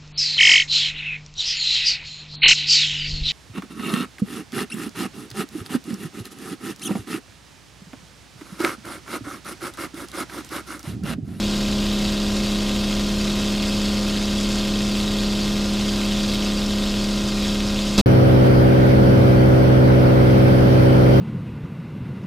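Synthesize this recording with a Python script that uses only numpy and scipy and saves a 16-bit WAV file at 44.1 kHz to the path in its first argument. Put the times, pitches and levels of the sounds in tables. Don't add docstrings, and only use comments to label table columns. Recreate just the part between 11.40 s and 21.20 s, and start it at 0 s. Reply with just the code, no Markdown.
import sys
import numpy as np
from scipy import signal
from scipy.fft import rfft, irfft, next_fast_len
from scipy.io import wavfile
from scipy.ndimage import uniform_filter1d, map_coordinates

SR = 44100
rng = np.random.default_rng(int(sys.argv[2]) if len(sys.argv) > 2 else 0)


def makeup_ratio(level_db):
    decades = np.asarray(level_db, float) / 20
    return 10 ** decades


def digitize_waveform(pressure):
    field = np.atleast_2d(pressure).T
    bounded = np.clip(field, -1, 1)
    quanta = np.round(bounded * 32767).astype(np.int16)
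    wavfile.write(sys.argv[1], SR, quanta)


N = 432180


def unit(x):
    return x / np.sqrt(np.mean(x ** 2) + 1e-20)


def along(points, hz):
    f, v = np.transpose(points)
    return np.interp(np.log(hz + 1), np.log(f + 1), v)


def curve(rows):
    return np.interp(np.arange(N) / SR, *np.transpose(rows))


def wobble(rate):
    knots = rng.standard_normal(int(N * rate / SR) + 4)
    return map_coordinates(knots, [np.arange(N) * rate / SR], order=1)


def step(start_s, length_s):
    return np.clip((np.arange(N) / SR - start_s) / length_s, 0, 1)


def filtered(x, response):
    m = next_fast_len(N + 8192)
    return irfft(rfft(x, m) * response(np.fft.rfftfreq(m, 1 / SR)), m)[..., :N]


def density(points, hz):
    below = (points[0][0] / 2, -140)
    above = (min(points[-1][0] * 2, SR), -140)
    return makeup_ratio(along([below, *map(tuple, points), above], hz)) * np.sqrt(SR / 2)


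def resonant(modes):
    def response(hz):
        return 1 + sum(makeup_ratio(db) * 1j * hz * width / (centre ** 2 - hz ** 2 + 1j * hz * width)
                       for centre, width, db in modes)
    return response


def patchy(channels, patchy_db):
    z = signal.stft(rng.standard_normal((channels, N)), nperseg=512)[2]
    patches = uniform_filter1d(rng.standard_normal(z.shape[1:]), size=6, axis=0)
    patches = uniform_filter1d(patches, size=10, axis=1)
    noise = signal.istft(z * makeup_ratio(patchy_db * unit(patches)), nperseg=512)[1]
    return unit(noise[:, :N])


def cycles(rpm, unsteady):
    steady = np.cumsum(curve(rpm) / (2 * 60) / SR)
    return steady + unsteady * (3 + wobble(2))


def tone(turns, db, waver_db, drift, lead=0):
    level = np.sqrt(2) * makeup_ratio(db + waver_db * wobble(5))
    return level * np.cos(2 * np.pi * turns + drift * wobble(3) + lead)


def faint(orders, strong):
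    standing_out = [row[0] for row in strong]
    return [k for k in orders if k not in standing_out]


def first_engine(cycle):
    # order (multiple of the four-stroke cycle), level_db (rms)
    strong = [(2, -41), (3, -43), (5, -49), (6, -24), (7, -43), (8, -42), (9, -39), (10, -37), (11, -49),
              (12, -41), (13, -49), (15, -46), (16, -42), (18, -47), (19, -46), (21, -53), (22, -51),
              (24, -58), (25, -57), (28, -55), (29, -51.5), (30, -53.5), (31, -49.5), (35, -50.5),
              (36, -57), (37, -59), (39, -59), (41, -54), (42, -56), (72, -55)]
    weak_db, scatter_db = -64.5, 2
    weak = [(k, weak_db + scatter_db * rng.standard_normal()) for k in faint(range(14, 49), strong)]

    def phase_turns(k):
        if k < 26:
            return .1952 * k * k
        return .0836 * k * k + .347 * k + .34

    return sum(tone(k * cycle + phase_turns(k), db, waver_db=.3 + .02 * k, drift=.004 * k)
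               for k, db in [*strong, *weak])


def propeller(cycle):
    # multiple (of shaft turning), level_db (rms)
    beats = [(1, -32), (2, -47.5), (4, -54.5)]
    shaft = 2 * .467 * cycle
    return sum(tone(k * shaft, db, waver_db=.4 * k, drift=.17 * k) for k, db in beats)


def rasp(cycle):
    bank_leads = [.16, .72]
    # frequency_hz, density_db_per_hz
    bank_spectra = [
        [(1200, -78), (2000, -74), (2600, -75), (3300, -67), (3800, -68.5), (4300, -74), (5200, -83),
         (7000, -81), (10000, -88.5), (13000, -88), (15000, -90)],
        [(600, -81), (1000, -73.5), (2000, -74.5), (3300, -84), (5000, -73), (7000, -75), (10000, -86),
         (15000, -110)],
    ]
    cylinder_habits = [
        [0, .8, .5],
        [0, 1, -0.38],
    ]
    sound = 0
    for lead, spectrum, habit_db in zip(bank_leads, bank_spectra, cylinder_habits):
        turn = 3 * cycle + lead
        firing = turn.astype(int)
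        scatter_db = 4.1 * rng.uniform(-1.15, 1, firing[-1] + 2)
        strength = makeup_ratio(scatter_db[firing] + np.take(habit_db, firing, mode="wrap"))
        since = turn % 1
        puff = .093 + since ** 2.4 * np.exp(-since / .063) / .0013
        gate = unit(strength * puff * makeup_ratio(1.1 * wobble(8.9)))
        sound = sound + filtered(gate * rng.standard_normal(N), lambda hz: density(spectrum, hz))
    return sound


def air_hiss():
    # frequency_hz, density_db_per_hz
    spectrum = [(1200, -82), (2200, -75), (2600, -75.5), (3700, -67.5), (4300, -72.5), (5150, -70.5),
                (5500, -73.5), (7000, -76), (11000, -88.5), (14300, -90), (15400, -102)]
    return filtered(patchy(channels=1, patchy_db=.7)[0], lambda hz: density(spectrum, hz))


def slipstream():
    # frequency_hz, density_db_per_hz
    spectrum = [(20, -67), (28, -63), (45, -57), (65, -56.5), (110, -55.5), (200, -61.5), (290, -62.5),
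                (330, -69), (375, -61), (425, -69), (515, -63.5), (590, -68.5), (800, -73.5), (1500, -76.5)]
    return filtered(patchy(channels=1, patchy_db=.2)[0], lambda hz: density(spectrum, hz))


def nearby_echoes():
    count = 24
    delays_ms = rng.uniform(1, 12, count)
    gains = makeup_ratio(-21) * rng.standard_normal(count)
    return lambda hz: 1 + sum(gain * np.exp(-2j * np.pi * hz * ms / 1000)
                              for ms, gain in zip(delays_ms, gains))


def first_camera():
    # time_s, crank_rpm
    speed = [(0, 4110), (3.8, 4108), (4.5, 4103.5), (5.6, 4100), (6.7, 4095)]
    # frequency_hz, width_hz, level_db (over the direct path)
    housing = [(2450, 51, -3.5), (2644, 103, 4), (2865, 110, -1), (3135, 64, -2), (3336, 43, -3),
               (3423, 32, -1), (3614, 53, -2), (3825, 70, 0.5), (4245, 42, 1.5), (4390, 61, 2.5),
               (4686, 37, 4.5), (4920, 60, -1), (5100, 71, -5), (5390, 36, -4)]
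    cycle = cycles(speed, unsteady=.0023)
    treble = makeup_ratio(-2.5) * (rasp(cycle) + air_hiss())
    echoes, ringing = nearby_echoes(), resonant(housing)
    treble = filtered(treble, lambda hz: echoes(hz) * ringing(hz) * (hz < 15300))
    sound = first_engine(cycle) + propeller(cycle) + slipstream() + treble
    blip = makeup_ratio(11 * step(6.578, .002) - 5.5 * step(6.606, .002))
    return sound * blip * (1 - step(6.6128, .0006))


def cabin_engine():
    # time_s, crank_rpm
    speed = [(6.6, 2558), (8.2, 2559.5), (8.9, 2560.5), (9.8, 2560)]
    # order (multiple of the four-stroke cycle), left_db (rms), right_db (rms),
    # lead_rad (left ahead of right)
    strong = [(2, -38, -35, 0.4), (3, -28, -31, -0.1), (4, -31, -29, 0.2), (6, -17, -14, 0.2),
              (8, -33, -33, 0.5), (9, -24, -26, 0.5), (10, -34, -48, 0.4), (11, -35, -35, -0.1),
              (12, -21, -28, -0.6), (13, -36, -42, 0.6), (14, -31, -37, 0.4), (15, -22, -23, -1.3),
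              (18, -22, -26, -1.7), (21, -35, -25, 1.2), (24, -27, -31, 0.6), (25, -37, -35, 2.2),
              (26, -25, -33, 0.7), (27, -38, -26, -3.0), (28, -44, -40, -0.8), (31, -40, -38, 1.8)]
    cycle = cycles(speed, unsteady=.002)
    lowest, weak_db, fall_db_per_order, scatter_db = 16, -38.5, .96, .5
    weak = []
    for k in faint(range(lowest, 43), strong):
        level_db = weak_db - fall_db_per_order * (k - lowest)
        sides_db = level_db + scatter_db * rng.standard_normal(2)
        weak.append((k, *sides_db, rng.uniform(-np.pi, np.pi)))
    sound = 0
    for k, left_db, right_db, lead in [*strong, *weak]:
        sides_db = np.array([[left_db], [right_db]])
        leads = np.array([[lead / 2], [-lead / 2]])
        turns = k * cycle + .2055 * k * k
        sound = sound - tone(turns, sides_db, waver_db=.3, drift=.004 * k, lead=leads)
    return sound


def neighbour():
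    # pitch_hz, level_db (rms, before the waver)
    pitches = [(102.7, -27), (205.4, -32.5), (273.9, -54), (376.5, -38), (410.8, -44.5)]
    seconds = np.arange(N) / SR
    return sum(tone(hz * seconds, db, waver_db=5, drift=.0011 * hz) for hz, db in pitches)


def cabin_roar():
    # frequency_hz, density_db_per_hz
    spectrum = [(20, -60), (40, -57), (70, -44.5), (110, -51), (140, -49.5), (200, -46.5), (300, -56),
                (450, -56), (600, -55), (720, -56.5), (800, -59.5), (1100, -66.5), (1400, -65.5),
                (2000, -75)]
    # frequency_hz, correlation (-1 to 1)
    likeness = [(60, 0.56), (130, 0.81), (290, 0.55), (640, -0.58), (1400, -0.51), (3100, 0.12)]

    def mid_side(hz):
        angle = np.arccos(np.clip(along(likeness, hz), -.95, .99)) / 2
        return density(spectrum, hz) * [1 + 0 * hz, np.tan(angle)]

    mid, side = filtered(patchy(channels=2, patchy_db=.4), mid_side)
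    return np.array([mid + side, mid - side])


def cabin_airflow():
    # frequency_hz, density_db_per_hz
    left = [(1200, -101), (2000, -67), (3100, -74), (4000, -77.5), (5500, -77), (7000, -89), (9000, -84),
            (13500, -83.5), (15600, -88)]
    # frequency_hz, density_db_per_hz
    right = [(1200, -79), (2000, -66), (3100, -71.5), (4700, -75.5), (5800, -80.5), (6600, -108),
             (9000, -94.5), (12700, -90), (15600, -92)]
    noise = patchy(channels=2, patchy_db=1.34)
    hiss = filtered(noise, lambda hz: np.array([density(left, hz), density(right, hz)]))
    return makeup_ratio(.69 * wobble(4.1)) * hiss


def cabin_camera():
    # frequency_hz, width_hz, level_db (over the direct path)
    panels = [(1540, 170, -6), (2170, 180, -10.5), (3120, 120, -1.5), (4570, 230, -6), (6030, 160, -6)]
    noise = filtered(cabin_roar() + cabin_airflow(), resonant(panels))
    return step(6.659, .00079) * (cabin_engine() + neighbour() + noise)


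def scene():
    return first_camera() + cabin_camera()


def top_cut(x):
    return signal.sosfilt(signal.butter(12, 15640, fs=SR, output="sos"), x)


def record(dry):
    rounded = dry / (1 + np.abs(dry / .95) ** 6) ** (1 / 6)
    return top_cut(rounded)


dry = scene()
out = record(dry)
digitize_waveform(out)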